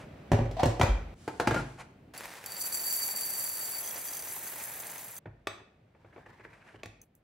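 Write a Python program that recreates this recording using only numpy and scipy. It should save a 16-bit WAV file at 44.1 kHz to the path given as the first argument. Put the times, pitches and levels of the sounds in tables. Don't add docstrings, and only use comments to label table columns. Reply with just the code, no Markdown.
import sys
import numpy as np
from scipy import signal
from scipy.fft import rfft, irfft, next_fast_len
from scipy.io import wavfile
from scipy.ndimage import uniform_filter1d, map_coordinates

SR = 44100
rng = np.random.default_rng(int(sys.argv[2]) if len(sys.argv) > 2 else 0)


def pcm_store(signal):
    levels = np.round(np.clip(np.atleast_2d(signal), -1, 1) * 32767)
    wavfile.write(sys.argv[1], SR, levels.astype(np.int16).T)


N = 318843
NOW = np.arange(N) / SR

STAGES = [1.142, 2.137, 5.19, 7.045]
LID_OFF_S, BAG_S, LID_ON_S, REST_S = STAGES
POUR_START_S, POUR_FULL_S = 2.465, 2.964
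HEAPED_S, BURIED_S = 3.8, 4.32


def amp(db):
    return 10 ** (np.asarray(db) / 20)


def unit(x):
    return x / np.sqrt(np.mean(x ** 2) + 1e-20)


def unit_attack(x):
    return x / np.sqrt(np.mean(x[..., :int(.03 * SR)] ** 2) + 1e-20)


def along(points, hz):
    f, v = np.transpose(points)
    return np.interp(np.log(hz + 1), np.log(f + 1), v)


def curves(rows):
    s, *cols = np.transpose(rows)
    return [np.interp(NOW, s, c) for c in cols]


def between(start, end):
    return uniform_filter1d(((NOW >= start) & (NOW < end)) * 1., size=176)


def flutter(depth_db, size):
    knots = rng.standard_normal(N // size + 4)
    return amp(depth_db * map_coordinates(knots, [np.arange(N) / size]))


def swells(rows):
    return sum(amp(db) * np.exp(-((NOW - s) / half) ** 2) for s, half, db in rows)


def bunching(rows, half_s):
    return sum(db * np.exp(-((NOW - s) / half_s) ** 2) for s, db in rows)


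def add(track, s, sound):
    part = track[:, round(s * SR):][:, :sound.shape[-1]]
    part += sound[..., :part.shape[1]]


def filtered(x, response):
    n = x.shape[-1]
    m = next_fast_len(n + SR // 2)
    return irfft(rfft(x, m) * response(np.fft.rfftfreq(m, 1 / SR)), m)[..., :n]


def coloured(x, spectrum):
    return filtered(x, lambda hz: amp(along(spectrum, hz)))


def gliding_resonance(x, centre_hz, width_hz):
    carrier = np.exp(2j * np.pi * np.cumsum(centre_hz) / SR)
    shifted = x / carrier
    real, imag = filtered(np.array([shifted.real, shifted.imag]),
                          lambda hz: (1 + 1j * hz / width_hz) ** -2)
    return unit(((real + 1j * imag) * carrier).real)


# f/Hz, side over mid
STEREO_WIDTH = [(100, .02), (300, .11), (550, .65), (2000, .72), (4000, .65), (8000, 1)]
# f/Hz, share
STEREO_SKEW = [(5000, 0), (6000, .45)]
def spread(pair, width=1):
    def side_response(hz):
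        skew = along(STEREO_SKEW, hz)
        return width * along(STEREO_WIDTH, hz) * np.array([-1j * np.sqrt(skew), np.sqrt(1 - skew)])
    side = filtered(pair, side_response).sum(axis=0)
    return np.array([pair[0] + side, pair[0] - side])


def noise(spectrum, width=1):
    return unit(spread(coloured(rng.standard_normal((2, N)), spectrum), width))


def grains(rate, scatter_db):
    hit = rng.random(N) < rate / SR
    strength = amp(scatter_db * np.clip(rng.standard_normal(N), -2, 2))
    return unit(hit * strength * rng.standard_normal((2, N)))


def ring(modes, t, scatter_db=2):
    out = 0
    for hz, width, db in modes:
        strength = amp(db + scatter_db * rng.standard_normal()) * np.sqrt(width)
        out += strength * np.exp(-np.pi * width * t) * np.sin(2 * np.pi * (hz * t + rng.random()))
    return out


# rumble level/dB, air level/dB
ROOM_LEVELS = [(-50, -54.5), (-55.5, -64.5), (-65, -69), (-66, -70), (-69, -75)]
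# f/Hz, level/dB
ROOM_RUMBLE = [(20, -25), (45, -7), (110, 0), (220, -5), (400, -14.5), (800, -52.5)]
ROOM_AIR = [(150, -27.5), (330, 3), (650, 4), (1000, -7), (2300, -10), (5000, -24), (10000, -37),
            (15000, -45)]
def room_tone():
    rumble_db, air_db = np.array(ROOM_LEVELS)[np.searchsorted(STAGES, NOW)].T
    return amp(rumble_db) * noise(ROOM_RUMBLE) + amp(air_db) * noise(ROOM_AIR)


# f/Hz, t60/s
KITCHEN_DECAY = [(100, 0.73), (500, 0.45), (2500, 0.53), (7000, 0.41), (14000, 0.29)]
def in_kitchen(x, wet_db):
    hz, t, spectra = signal.stft(rng.standard_normal((2, SR // 2)), SR, nperseg=256)
    decay = amp(-60 * t / along(KITCHEN_DECAY, hz)[:, None])
    tail = spread(signal.istft(spectra * decay, SR, nperseg=256)[1])
    tail = np.pad(tail / np.linalg.norm(tail[0]), ((0, 0), (SR // 200, 0)))
    return x + amp(wet_db) * signal.fftconvolve(x, tail, axes=1)[:, :x.shape[1]]


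# t/s, half length/s, level/dB
NOISE_SWELLS = [(0.0, 0.04, -50.5), (1.572, 0.052, -40.5), (1.806, 0.019, -44), (6.557, 0.048, -66),
                (6.7, 0.067, -65)]
# f/Hz, level/dB
SWELL_SPECTRUM = [(200, -21.5), (600, 1.5), (850, 0), (2300, -6.5), (3200, -14.5), (8000, -20.5),
                  (11000, -26.5), (15000, -49)]
def soft_swells():
    swelling = swells(NOISE_SWELLS) * noise(SWELL_SPECTRUM, width=0.29) * flutter(0.69, size=130)
    return in_kitchen(swelling, wet_db=-7.5)


# f/Hz, level/dB
KNOCK_SPECTRUM = [(130, -36.5), (240, -1), (340, 7), (700, 2.5), (1100, -4.5), (2200, -9), (3200, -17),
                  (6000, -39.5)]
CRACK_SPECTRUM = [(1500, -21.5), (3000, -0.5), (4200, 1.5), (7000, -1), (10000, -10), (15000, -17)]
def knocks(rows, modes, support, contact_t60, corner_hz, attack_s, swell_s,
           ring_db, wet_db, thud_gain_db, body_gain_db):
    out, t = np.zeros((2, N)), np.arange(int(.6 * SR)) / SR
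    onset = 1 - np.exp(-(t / attack_s) ** 2)
    for s, body_db, thud_db, crack_db in rows:
        burst = spread(rng.standard_normal((2, len(t))), width=0.42) * amp(-60 * t / contact_t60)
        ringing = amp(ring_db) * unit_attack(ring(modes, t) * onset)
        body = unit_attack(coloured(burst, KNOCK_SPECTRUM)) + ringing
        body = filtered(body, lambda hz: 1 / (1 + 1j * hz / corner_hz))
        crack = amp(crack_db) * unit_attack(coloured(burst, CRACK_SPECTRUM))
        contact = amp(body_db + body_gain_db) * (unit_attack(body) + crack)
        thud = amp(thud_db + thud_gain_db) * unit_attack(ring(support, t) * (1 - np.exp(-t / swell_s)))
        add(out, s, in_kitchen(contact * onset, wet_db) + thud * onset)
    return out


def chime(s, db, modes, attack_s, wet_db):
    out, t = np.zeros((2, N)), np.arange(SR // 2) / SR
    sound = amp(db) * unit_attack(ring(modes, t) * (1 - np.exp(-t / attack_s)))
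    add(out, s, in_kitchen(np.array([sound, sound]), wet_db))
    return out


# t/s, f/Hz, level/dB
SQUEAK_PATH = [(.56, 660, -80.5), (.569, 657, -31), (.579, 697, -37), (.591, 754, -35.5),
               (.598, 680, -22.5), (.609, 773, -26), (.622, 770, -41), (.635, 760, -72)]
def gasket_squeak():
    pitch_hz, level_db = curves(SQUEAK_PATH)
    phase = 2 * np.pi * np.cumsum(pitch_hz * flutter(.5, size=60)) / SR
    rasp = noise([(400, -8.5), (900, 0), (1400, -13), (4500, -18.5), (14000, -45.5)], width=0.93)
    squeak = amp(level_db) * (np.sin(phase) + amp(-9.5) * rasp)
    return in_kitchen(squeak * between(.56, .635), wet_db=-1.5)


# t/s, relative body level/dB, relative thud level/dB, crack over body/dB
HOLDER_KNOCKS = [(0.316, -23.5, -17.5, -19.5), (0.331, -28.5, -14.5, -21.5), (0.387, -32.5, -23.5, -29.5),
                 (0.404, -40.5, -24.5, -33.5), (0.453, -42.5, -33, -23.5), (0.511, -42.5, -39.5, -12.5),
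                 (0.631, -22, -23.5, -18), (0.656, -32.5, -20.5, -7.5), (0.7955, -28.5, -23, -16),
                 (0.8125, -22.5, -33, -12.5), (0.830, -28.5, -21.5, -14.5)]
# f/Hz, width/Hz, level/dB
MACHINE_MODES = [(564, 34, 11), (764, 180, 16.5), (1860, 190, -10.5)]
CABINET_MODES = [(48.8, 2.1, -6.5), (85.5, 14, -1), (101, 12, -1), (114.4, 7, 1.5), (130, 29, 1),
                 (245.4, 20, -4.5), (358.6, 14, -6.5), (407.2, 6, -12.5), (538.3, 14, -11)]
def espresso_machine():
    bumps = knocks(HOLDER_KNOCKS, MACHINE_MODES, CABINET_MODES, contact_t60=0.044, corner_hz=3200,
                   attack_s=0.0014, swell_s=0.0027, ring_db=0, wet_db=-0.5,
                   thud_gain_db=-3, body_gain_db=-2.5)
    lock_modes = [(960, 51, -2), (1500, 70, -5), (2000, 200, 0),
                  (2330, 90, -4), (3230, 160, -8), (5400, 900, -12)]
    lock = chime(.813, -28.5, lock_modes, attack_s=0.00045, wet_db=-3)
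    boom = chime(.872, -25, [(48, 5.2, 10.5), (71, 14, 7.5), (220, 13, -5)], attack_s=0.011, wet_db=-7.5)
    return (bumps + gasket_squeak() + lock + boom) * between(0, LID_OFF_S)


# t/s, relative body level/dB, relative thud level/dB, crack over body/dB
LID_RATTLES = [(1.277, -28.5, -56.5, -20), (1.398, -21.5, -46, -16.5), (1.472, -18, -24, -16.5),
               (1.508, -24, -26, -20), (1.543, -26.5, -39, -16.5), (1.561, -27, -28.5, -29),
               (1.592, -41, -35, -14)]
# f/Hz, width/Hz, level/dB
EMPTY_JAR_MODES = [(130, 50, -3), (290, 70, 2), (385, 50, -3), (700, 70, -3), (861, 35, 2), (1310, 70, -1),
                   (1430, 60, -1), (1615, 45, -2), (1950, 150, -8), (2200, 80, -8), (2410, 50, -11)]
COUNTER_MODES = [(54.4, 5.7, -2), (110.5, 5.2, -2), (132.8, 4, -5.5), (160.5, 11, -1), (210, 50, -0.5),
                 (255, 37, -8), (300, 22, 0.5), (376.5, 14, -3.5)]
# f/Hz, level/dB
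HAND_SPECTRUM = [(1000, -3), (3000, -6), (7000, -8.5), (10000, -12.5), (13000, -27.5)]
def lid_off():
    rattle = knocks(LID_RATTLES, EMPTY_JAR_MODES, COUNTER_MODES, contact_t60=0.078, corner_hz=3200,
                    attack_s=0.00097, swell_s=0.0096, ring_db=-2, wet_db=-5,
                    thud_gain_db=-7.5, body_gain_db=-6)
    squeal = chime(1.56, -34.5, [(1412, 17, 0)], attack_s=0.012, wet_db=-26)
    hands = amp(-61) * noise(HAND_SPECTRUM) * np.interp(NOW, [LID_OFF_S, 1.22, 1.7, 1.85], [0, 1, 1, 0])
    return (rattle + squeal + hands) * between(LID_OFF_S, BAG_S)


# f/Hz, level/dB
SCRAPE_SPECTRUM = [(41, -35), (109, 3), (248, -10), (369, -5), (600, -11), (979, -4.5), (1310, -16),
                   (2030, -19), (3620, -22.5), (14000, -42)]
GRIT_SPECTRUM = [(300, -21), (900, -3), (1600, 13), (2300, 6.5), (3300, -11), (5000, -27), (9000, -24),
                 (13000, -58)]
# t/s, half length/s, level/dB
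GRIT_CATCHES = [(6.133, 0.0081, -60.5), (6.265, .006, -53.5), (6.402, 0.011, -57), (6.452, .005, -48.5),
                (6.55, .01, -60), (6.627, 0.0044, -58), (6.688, 0.018, -57.5)]
# t/s, f/Hz
GRIND_PATH = [(6.1, 1530), (6.45, 2030), (6.56, 2400), (6.78, 2930)]
def jar_slide():
    start_s, slowing_s = 5.916, 6.75
    speed = np.interp(NOW, [start_s, start_s + 0.28, slowing_s, slowing_s + 0.14], [0, 1, 1, 0])
    slips = flutter(3, size=700)
    scrape = amp(-62) * unit(noise(SCRAPE_SPECTRUM, width=0.89) * slips)
    crunch = grains(rate=500, scatter_db=3)
    grit = in_kitchen(spread(coloured(crunch, GRIT_SPECTRUM), width=0.35), wet_db=-4)
    grit = unit(grit * slips) * amp(np.interp(NOW, [start_s, slowing_s], [-71, -64]))
    catches = in_kitchen(swells(GRIT_CATCHES) * noise(GRIT_SPECTRUM, width=0.31), wet_db=-7)
    grind = amp(-72) * unit(gliding_resonance(crunch[0], curves(GRIND_PATH)[0], width_hz=300) * slips)
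    grind = in_kitchen(np.array([grind, grind]), wet_db=-8)
    return speed * (scrape + grind + grit) + catches


# t/s, relative body level/dB, relative thud level/dB, crack over body/dB
LID_CLACKS = [(5.4705, -32.5, -47, -11.5), (6.8325, -43.5, -55, -10.5), (6.857, -48.5, -45, -8)]
JAR_BUMPS = [(5.256, -43, -36.5, -42), (5.597, -56.5, -54, -32), (5.947, -58.5, -71.5, -39),
             (6.045, -53.5, -50.5, -42), (6.126, -58.5, -58, -32), (6.16, -49.5, -52, -36),
             (6.177, -50.5, -53, -36), (6.26, -53, -60, -22), (6.396, -54.5, -67, -33),
             (6.449, -50.5, -52, -38), (6.741, -51.5, -49, -32)]
# f/Hz, width/Hz, level/dB
FULL_JAR_MODES = [(385, 29, -4.5), (563, 90, 0), (850, 52, 4), (1166, 60, 6), (1446, 100, 7),
                  (1840, 220, 13), (2280, 93, 12), (2570, 97, 9), (3430, 270, 11.5), (4060, 220, 3)]
LOADED_COUNTER_MODES = [(48.8, 2.3, -5), (73, 5.1, -10), (104.4, 9.1, 7), (137, 5.3, -3), (172, 22, 1.5)]
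LID_MODES = [(2374, 9, -10), (2654, 10, -7), (3720, 11, -1), (3784, 5, -9), (3890, 8, 0), (4620, 9, -9),
             (4705, 7, -9), (6180, 9, -7), (6350, 8, -9), (8000, 10, -9)]
def lid_on_and_push():
    clacks = knocks(LID_CLACKS, FULL_JAR_MODES, LOADED_COUNTER_MODES, contact_t60=0.028, corner_hz=4060,
                    attack_s=0.00086, swell_s=0.003, ring_db=0, wet_db=-6,
                    thud_gain_db=-5.5, body_gain_db=-1.5)
    bumps = knocks(JAR_BUMPS, FULL_JAR_MODES, LOADED_COUNTER_MODES, contact_t60=0.093, corner_hz=1287,
                   attack_s=0.002, swell_s=0.012, ring_db=-10, wet_db=-7.5,
                   thud_gain_db=-9.5, body_gain_db=-2.5)
    clinks = sum(chime(s, db, LID_MODES, attack_s=.0005, wet_db=-7)
                 for s, db in [(5.471, -53.5), (6.834, -69)])
    settle = chime(7.016, -61.5, [(6260, 130, 0)], attack_s=.0005, wet_db=-12)
    return (clacks + bumps + clinks + settle + jar_slide()) * between(LID_ON_S, REST_S)


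# f/Hz, level/dB
SHELL_SPECTRUM = [(300, -23), (2000, -19), (3000, -23), (4000, -22), (5200, -18), (6500, -8), (8500, -7),
                  (10500, -5), (11400, 0), (12800, -3), (15700, -4.5)]
def tick(t, rattle_db, rattle_t60):
    fade = amp(-60 * t / 0.0089) + amp(rattle_db - 60 * t / rattle_t60)
    click = coloured(spread(rng.standard_normal((2, len(t)))), SHELL_SPECTRUM) * fade
    return click / abs(click).max()


# t/s, peak level/dB
SMALL_TICKS = [(2.208, -30), (2.256, -32), (2.338, -36.5), (2.441, -34), (4.699, -36), (7.016, -38.5),
               (7.152, -50)]
def small_ticks():
    out, t = np.zeros((2, N)), np.arange(SR // 8) / SR
    bag_modes = [(664, 200, -1), (960, 290, 1.5), (1760, 450, 5), (2360, 240, -0.77)]
    for s, peak_db in SMALL_TICKS:
        tap = amp(-18) * unit_attack(ring(bag_modes, t)) * (s < LID_ON_S)
        add(out, s, amp(peak_db) * (tick(t, rattle_db=-11.5, rattle_t60=0.12) + tap))
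    return out


# f/Hz, level/dB
TUMBLE_SPECTRUM = [(60, -46.5), (110, -10.5), (330, -7), (540, -3.5), (920, -1.5), (1200, -7), (1850, -3),
                   (2450, -6), (2900, -11.5), (4500, -12.5), (7000, -14.5), (11000, -16.5), (15500, -23.5)]
# t/s, level over the steady tumbling/dB
BAG_SLIDES = [(2.25, 3.5), (2.42, -2.5), (3.53, -3), (3.97, 3.5), (4.47, 1), (4.6, 3)]
def bag_tumble():
    taps = unit(spread(coloured(grains(rate=1300, scatter_db=1.5), TUMBLE_SPECTRUM), width=0.27))
    rush = noise(TUMBLE_SPECTRUM, width=0.54) * flutter(1.85, size=220)
    level_db = np.interp(NOW, [4.92, LID_ON_S], [-48, -55]) + bunching(BAG_SLIDES, half_s=0.03)
    return unit(amp(-4.5) * taps + rush) * amp(level_db)


# f/Hz, width/Hz, level/dB
BARE_MODES = [(4610, 34, 0), (5570, 70, -17), (6025, 50, -10), (7448, 26, -6), (7682, 20, -8),
              (9750, 50, -11), (9920, 50, -12), (10960, 40, -9), (13690, 50, -13)]
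CHOKED_MODES = [(3320, 80, -9), (4690, 55, -2), (5660, 150, -7), (6030, 80, 0), (6310, 60, 0),
                (7190, 120, -2), (8180, 60, -4), (8760, 90, -2), (10240, 55, -2), (10620, 90, -6),
                (12880, 88, -5)]
def wall_modes(s):
    if s < HEAPED_S:
        return BARE_MODES
    return [(hz, width, db - 7 * (s >= BURIED_S and hz < 6200)) for hz, width, db in CHOKED_MODES]


def glass_wall(modes, rate, scatter_db, evenness):
    hits = grains(rate, scatter_db)[0]
    out, t = np.zeros((2, N)), np.arange(SR // 8) / SR
    contact = 1 - np.exp(-t / .0008)
    for hz, width, db in modes:
        mode = np.exp(-np.pi * width * t) * contact * np.exp(2j * np.pi * hz * t)
        swing = signal.oaconvolve(hits * rng.standard_normal((2, N)), mode[None], axes=1)[:, :N]
        damping = (abs(swing) + abs(swing).mean() / 10) ** evenness
        out += amp(db) * unit(swing.imag / damping)
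    return unit(spread(out, width=0.48))


# t/s, ring level/dB, tick peak level/dB
HARD_LANDINGS = [(2.177, -50, -24), (2.461, -49, -21), (2.52, -47, -24), (2.566, -44, -28),
                 (2.611, -43.5, -27), (2.657, -47, -22.5), (2.725, -41, -33), (2.742, -46.5, -27),
                 (2.772, -44.5, -24), (2.867, -51, -20), (2.908, -40, -27.5), (2.926, -60.5, -15),
                 (2.975, -48.5, -18), (3.03, -41.5, -27), (3.11, -40, -29), (3.162, -43, -18.5),
                 (3.217, -46.5, -21), (3.258, -48, -31), (3.829, -53, -38), (3.875, -46.5, -38),
                 (3.902, -54, -38), (4.062, -55, -35), (4.085, -49, -31), (4.133, -48.5, -34),
                 (4.151, -50, -36), (4.169, -46, -34), (4.192, -47, -32), (4.222, -50, -32),
                 (4.474, -51, -34), (4.637, -52, -33), (4.8, -51, -34), (4.868, -50, -37),
                 (4.898, -52, -34), (4.98, -52.5, -40), (5.165, -52, -40), (5.179, -54, -44)]
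def single_beans():
    out, t = np.zeros((2, N)), np.arange(SR // 8) / SR
    contact = 1 - np.exp(-t / .0005)
    for s, ring_db, tick_db in HARD_LANDINGS:
        ping = unit_attack(ring(wall_modes(s), t, scatter_db=-3) * contact)
        add(out, s, amp(ring_db) * ping + amp(tick_db) * tick(t, rattle_db=-10.5, rattle_t60=0.094))
    return out


def shell_pings(count, centre_hz, octaves, t60, scatter_db):
    when, pitch, size, side = np.transpose(rng.standard_normal((count, 4)))
    starts = (SR * (POUR_START_S + (LID_ON_S - POUR_START_S) * (when % 1))).astype(int)
    hz = np.minimum(centre_hz * 2 ** (octaves * pitch), SR / 2)
    k = np.arange(SR // 50)
    strength = amp(scatter_db * np.clip(size, -2, 2))[:, None]
    pings = strength * np.sin(2 * np.pi * hz[:, None] * k / SR) * amp(-60 * k / SR / t60)
    samples = (starts[:, None] + k).ravel()
    pair = np.array([np.bincount(samples, (gain * pings).ravel(), N)[:N]
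                     for gain in (1, np.sign(side)[:, None])])
    return pair / pair[:, starts.min():starts.max()].std()


def bean_clatter():
    t = np.arange(SR // 50) / SR
    shell = rng.standard_normal((2, len(t))) * amp(-60 * t / 0.023)
    clicks = unit(signal.oaconvolve(grains(rate=560, scatter_db=-2), shell, axes=1)[:, :N])
    pings = shell_pings(count=2000, centre_hz=11000, octaves=.33, t60=0.02, scatter_db=3.5)
    impacts = unit(spread(coloured(clicks + amp(-2) * pings, SHELL_SPECTRUM)))
    hiss = amp(1.5) * noise(SHELL_SPECTRUM)
    return unit((impacts + hiss) * flutter(1.2, size=300))


# t/s, level over the stream/dB
STREAM_CLUMPS = [(2.616, 6.5), (2.663, 4.5), (2.705, -5), (2.745, 4), (2.822, -2), (2.87, 3.5),
                 (2.944, 1.5), (3.03, 2.5), (3.146, -5.5), (4.642, 3.5), (4.805, 4)]
def bean_pour():
    tipping = amp(-17.5 * np.exp(-np.maximum(NOW - POUR_START_S, 0) / 0.16))
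    surges = flutter(0.5, size=SR // 19)
    flow = tipping * surges * amp(bunching(STREAM_CLUMPS, half_s=0.015))
    filling_s = np.maximum(NOW - POUR_FULL_S, 0)
    clatter = bean_clatter() * amp(-32.5 - 6 * filling_s)
    bare = glass_wall(BARE_MODES, rate=530, scatter_db=2.5, evenness=.3)
    bare *= (1 - between(HEAPED_S, LID_ON_S)) * amp(-40 - 8 * filling_s)
    choked = sum(glass_wall(wall_modes(start), rate=310, scatter_db=0, evenness=0) * between(start, end)
                 for start, end in [(HEAPED_S, BURIED_S), (BURIED_S, LID_ON_S)])
    choked *= amp(-46.5 - 8 * (NOW - HEAPED_S))
    stream = flow * (clatter + bare + choked) * between(POUR_START_S, LID_ON_S)
    return (stream + bag_tumble() + single_beans()) * between(BAG_S, LID_ON_S)


def scene():
    counter = espresso_machine() + lid_off() + bean_pour() + small_ticks() + lid_on_and_push()
    return counter + soft_swells() + room_tone()


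def record(dry):
    low_cut_hz, top_hz = 37, 15780
    thinned = signal.sosfilt(signal.butter(4, low_cut_hz, "high", fs=SR, output="sos"), dry)
    return filtered(thinned, lambda hz: np.clip((top_hz - hz) / 200 + .5, 0, 1))


dry = scene()
out = record(dry)
pcm_store(out)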